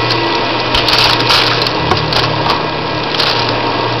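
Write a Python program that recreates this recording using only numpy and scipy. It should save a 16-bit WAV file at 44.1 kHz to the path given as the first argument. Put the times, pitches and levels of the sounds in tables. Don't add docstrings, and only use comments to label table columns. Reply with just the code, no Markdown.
import sys
import numpy as np
from scipy import signal
from scipy.fft import rfft, irfft
from scipy.io import wavfile
from scipy.ndimage import uniform_filter1d

SR = 44100
rng = np.random.default_rng(int(sys.argv[2]) if len(sys.argv) > 2 else 0)


def wav_record(signal):
    frames = np.transpose(np.atleast_2d(signal))
    bounded = np.clip(frames, -1, 1)
    quanta = np.round(bounded * 32767).astype(np.int16)
    wavfile.write(sys.argv[1], SR, quanta)


N = 176400
SHARP_ATTACK_S, SOFT_ATTACK_S, SCATTER_S = 0.00069, 0.004, 0.005


def undb(db):
    return 10 ** (np.asarray(db) / 20)


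def unit(x):
    return x / np.sqrt(np.mean(x ** 2))


def clock():
    return np.arange(N) / SR


def curve(table, column):
    rows = np.array(table)
    return undb(np.interp(clock(), rows[:, 0], rows[:, column]))


def walk(rate_hz):
    step = max(int(SR / rate_hz), 1)
    stairs = np.repeat(rng.standard_normal(N // step + 1), step)
    return unit(uniform_filter1d(stairs, step)[:N])


def colour(x, points):
    rows, hz = np.array(points), np.maximum(np.fft.rfftfreq(N, 1 / SR), 1)
    gain = undb(np.interp(np.log(hz), np.log(rows[:, 0]), rows[:, 1]))
    cepstrum = irfft(np.log(gain), N)
    cepstrum[N // 2:] = 0
    return unit(irfft(rfft(x) * np.exp(2 * rfft(cepstrum)), N))


def ring(x, hz, width_hz, passes=1):
    for _ in range(passes):
        x = signal.lfilter(*signal.iirpeak(hz, hz / width_hz, fs=SR), x)
    return x


def burst(start_s, attack_s, release_s, hold_s=0):
    t = clock() - start_s
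    return np.clip(t / attack_s, 0, 1) * np.exp(-np.maximum(t - attack_s - hold_s, 0) / release_s)


def impacts(per_s, spread_db):
    chance, size, sign = rng.random(N), rng.exponential(size=N), rng.choice([-1, 1], N)
    clicks = (chance < per_s / SR) * sign * undb(spread_db * np.minimum(size, 5))
    t = clock()[:SR // 20]
    tail = rng.standard_normal(len(t)) * np.exp(-t / SCATTER_S)
    return clicks + undb(-2) * signal.fftconvolve(clicks, tail / np.linalg.norm(tail))[:N]


def shower(per_s, spread_db, places=6):
    return sum(impacts(per_s / places, spread_db) for _ in range(places))


def fragments(per_s, spread_db, sizes=12):
    pitches_hz = np.linspace(2500, 5500, sizes)
    return unit(sum(ring(impacts(per_s / sizes, spread_db), hz, width_hz=720) for hz in pitches_hz))


# time_s, hum_db, drone_db
DRIVE_LEVELS = [(0, -17, -34), (.23, -23.5, -41), (.33, -37, -51), (.87, -23, -35), (1.12, -25, -36),
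                (1.6, -23, -31.5), (1.78, -27, -32), (1.82, -25.5, -24.5), (2.3, -24, -24),
                (2.53, -32.5, -30.5), (3.2, -32, -31), (3.5, -25.5, -37), (4, -24.5, -40)]
# time_s, body_db, treble_db, panel_db
RUNNING_GAINS = [(0, -1.5, 1, 1), (.4, 0.5, -0.5, 2), (.7, 1.5, 0.5, 0), (.85, 1.5, 2.5, 3),
                 (2.1, 0.5, -2.5, -2.5), (2.55, 1, -2, 3.5), (2.7, 0, -5.5, -3.5), (3.3, 0, -1, -4),
                 (3.5, 2.5, -2, 1), (3.78, 1.5, -2.5, 3), (4, 1, -2, -2.5)]
# pitch_hz, level_db
GEAR_TONES = [(313, -31.5), (469, -32.5), (614, -35), (684, -35.5), (1632, -35.5)]
# pitch_hz, level_db
MOTOR_TONES = [(441, -35), (502, -38.5), (1316, -38.5), (1966, -37), (2450, -36)]
# pitch_hz, level_db
MESH_TONES = [(938, -28), (1087, -31)]


def drive():
    speed = 1 + 0.003 * walk(rate_hz=4)

    def tone(hz, flutter_db=2.13, flutter_hz=14):
        pitch_hz = hz * (speed + 0.00495 * walk(rate_hz=40))
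        phase = 2 * np.pi * np.cumsum(pitch_hz) / SR
        return unit(np.sin(phase) * undb(flutter_db * walk(flutter_hz)))

    def whine(table):
        return sum(undb(db) * tone(hz, flutter_db=2, flutter_hz=25) for hz, db in table)

    hum = curve(DRIVE_LEVELS, 1) * tone(hz=118.7)
    drone = curve(DRIVE_LEVELS, 2) * tone(hz=153.9)
    rumble = undb(-25.5) * tone(hz=80) * burst(1.8, SOFT_ATTACK_S, release_s=0.63)
    moan = undb(-21.5) * tone(hz=338) * burst(0, attack_s=0.14, hold_s=0.14, release_s=0.36)
    gears = whine(GEAR_TONES)
    opening_boost_db = 9.5 * np.exp(-clock() / 0.63)
    motor = undb(opening_boost_db) * whine(MOTOR_TONES)
    mesh = curve(RUNNING_GAINS, 3) * whine(MESH_TONES)
    return hum + drone + rumble + moan + mesh + curve(RUNNING_GAINS, 1) * (gears + motor)


# freq_hz, level_db
HOUSING_SPECTRUM = [(40, -12), (110, -5), (230, -5.5), (300, -0.5), (750, -4.5), (1050, -3.5), (1250, -12),
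                    (2200, -18), (6000, -37.5)]
# pitch_hz, width_hz, level_db
PANEL_MODES = [(949.4, 37, 4), (1007, 23, -5), (1118, 23, -3.5)]


def housing():
    knocks = shower(per_s=900, spread_db=2)
    panels = undb(-25) * unit(sum(undb(db) * ring(knocks, hz, width) for hz, width, db in PANEL_MODES))
    grind = undb(-4.5) * unit(ring(knocks, hz=444, width_hz=220, passes=2))
    body = undb(-20) * colour(shower(per_s=1800, spread_db=2), HOUSING_SPECTRUM)
    rattle = curve(RUNNING_GAINS, 1) * body + curve(RUNNING_GAINS, 3) * panels
    return rattle + curve(DRIVE_LEVELS, 1) * grind


# freq_hz, level_db
GRIT_SPECTRUM = [(500, -30), (1400, 3), (2100, -1.5), (2600, 7), (3500, 3), (4600, 3.5), (7000, -8)]


def cutters():
    grit = undb(-20) * colour(shower(per_s=4000, spread_db=2.5), GRIT_SPECTRUM)
    chips = undb(-27.5) * fragments(per_s=49, spread_db=1.4)
    return curve(RUNNING_GAINS, 2) * (grit + chips)


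# freq_hz, level_db
CRUNCH_SPECTRUM = [(40, -11), (400, -10), (850, 1.5), (1450, 4.5), (2100, -3.5), (2900, 2), (4600, 4.5),
                   (7000, -5)]
# start_s, level_db, pitch_hz, decay_s
BRITTLE_CRACKS = [(0.1056, -4.5, 4130, 0.0064), (.118, -5, 4750, 0.0055), (0.351, -10, 5060, 0.0062),
                  (0.7463, -2, 3120, 0.008), (0.775, -6.5, 2990, 0.019), (.884, 0.5, 4400, 0.0052),
                  (.931, -1, 4440, 0.0077), (.984, -3.5, 4850, 0.011), (1.0094, -8, 3950, 0.006),
                  (1.041, -4, 4600, 0.013), (1.0944, -14, 3060, 0.0054), (1.1315, 0, 3600, 0.0045),
                  (1.204, -1.5, 4940, 0.0028), (1.296, -4.5, 4900, 0.0056), (1.4794, -4, 4870, 0.0034),
                  (1.6165, -5, 4080, 0.0072), (1.6663, -3, 4230, 0.0052), (1.9703, -8.5, 4730, 0.014),
                  (2.126, -5, 4400, 0.0083), (2.164, 1, 4800, 0.0032), (2.194, 0, 3700, 0.0028),
                  (2.237, -12, 4790, 0.0051), (2.4987, -4, 4070, 0.0051), (3.0357, -11, 4020, .004),
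                  (3.1451, -4.5, 3170, 0.0046), (3.199, -0.5, 4200, 0.0064), (3.2331, -5.5, 4170, 0.0055),
                  (3.269, -5.5, 4700, 0.0041), (3.299, -4, 4730, 0.0017), (3.312, -8, 4070, 0.0033),
                  (3.3934, -7, 4850, 0.0037), (3.4885, -5, 4500, 0.003)]


def cracks():
    snap = undb(-2.65) * colour(rng.standard_normal(N), CRUNCH_SPECTRUM)
    noise, out = rng.standard_normal(N), np.zeros(N)
    for start_s, db, hz, decay_s in BRITTLE_CRACKS:
        piece = undb(-3.5) * unit(ring(noise, hz, width_hz=min(2.7 / decay_s, hz)))
        out += undb(db) * burst(start_s, SHARP_ATTACK_S, decay_s) * (snap + piece)
    return out


# start_s, hold_s, level_db, release_s
HOOK_BITES = [(0.742, 0.048, -17.5, 0.015), (0.88, 0.062, -14, 0.027), (0.929, 0.17, -11, 0.033),
              (1.3, 0.063, -5, 0.045), (1.417, 0.038, -11.5, 0.11), (2.147, 0.095, -16, 0.017),
              (2.488, 0.016, -15.5, 0.018), (3.173, 0.13, -15, 0.13)]


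def crushing():
    power = sum((undb(db) * burst(start_s, SOFT_ATTACK_S, release_s, hold_s)) ** 2
                for start_s, hold_s, db, release_s in HOOK_BITES)
    fractures = colour(shower(per_s=330, spread_db=1.5), CRUNCH_SPECTRUM)
    splinters = undb(-5) * fragments(per_s=110, spread_db=1.5)
    return np.sqrt(power) * (fractures + splinters)


# start_s, level_db
FRAME_JOLTS = [(.745, -21), (.925, -20), (1.045, -19), (1.3, -20), (1.44, -31), (2.139, -28)]


def jolts():
    shudder = unit(ring(rng.standard_normal(N), hz=45, width_hz=51, passes=2))
    return shudder * sum(undb(db) * burst(start_s, SOFT_ATTACK_S, release_s=0.046)
                         for start_s, db in FRAME_JOLTS)


# start_s, level_db, pitch_hz
SCRAP_CLANKS = [(0.938, -10, 773), (1.055, -9, 850), (1.302, -7.5, 1130), (1.513, -8.5, 1380),
                (2.162, -7, 796), (2.235, -11, 1060), (2.461, -10.5, 916), (2.501, -8.5, 1010)]


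def clanks():
    noise, out = rng.standard_normal(N), np.zeros(N)
    contact = undb(-2.65) * colour(rng.standard_normal(N), CRUNCH_SPECTRUM)
    for start_s, db, hz in SCRAP_CLANKS:
        tick = contact * burst(start_s, SHARP_ATTACK_S, SCATTER_S)
        ringing = unit(ring(noise, hz, width_hz=220)) * burst(start_s, SHARP_ATTACK_S, release_s=0.015)
        out += undb(db) * (tick + ringing)
    return out


# pitch_hz, level_db
HOPPER_MODES = [(105, -11), (372, -7.5), (754, -3.5), (991, -8), (1090, -4), (1450, -8)]


def knock(start_s=1.9125):
    thud = colour(rng.standard_normal(N), HOUSING_SPECTRUM)
    click = undb(-7.5) * colour(rng.standard_normal(N), CRUNCH_SPECTRUM)
    out = undb(2.5) * burst(start_s, SHARP_ATTACK_S, SCATTER_S) * (thud + click)
    lowest_hz = HOPPER_MODES[0][0]
    for hz, db in HOPPER_MODES:
        decay_s = 0.032 * np.sqrt(lowest_hz / hz)
        mode = np.sin(2 * np.pi * (hz * clock() + rng.random()))
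        out += undb(db) * burst(start_s, SHARP_ATTACK_S, decay_s) * mode
    return out


def scene():
    return (drive() + housing() + cutters() + cracks() + crushing() + jolts() + clanks() + knock())[None]


def record(dry):
    edge_hz, stop_hz, ceiling, offset = 4830, 6404, 0.76, -0.02
    past_edge = np.maximum(np.fft.rfftfreq(N, 1 / SR) - edge_hz, 0) / (stop_hz - edge_hz)
    mic_gain = undb(-29.5 * past_edge ** 2)
    recorder_gain = undb(-22.5 * np.clip(past_edge - 0.5, 0, 1))
    dull = irfft(rfft(dry) * mic_gain, N)
    clipped = np.clip(dull + offset, -ceiling, ceiling)
    softened = irfft(rfft(clipped) * recorder_gain, N)
    lowpass = signal.butter(20, 16000, fs=SR, output="sos")
    return signal.sosfiltfilt(lowpass, np.clip(softened, -ceiling, ceiling))


dry = scene()
out = record(dry)
wav_record(out)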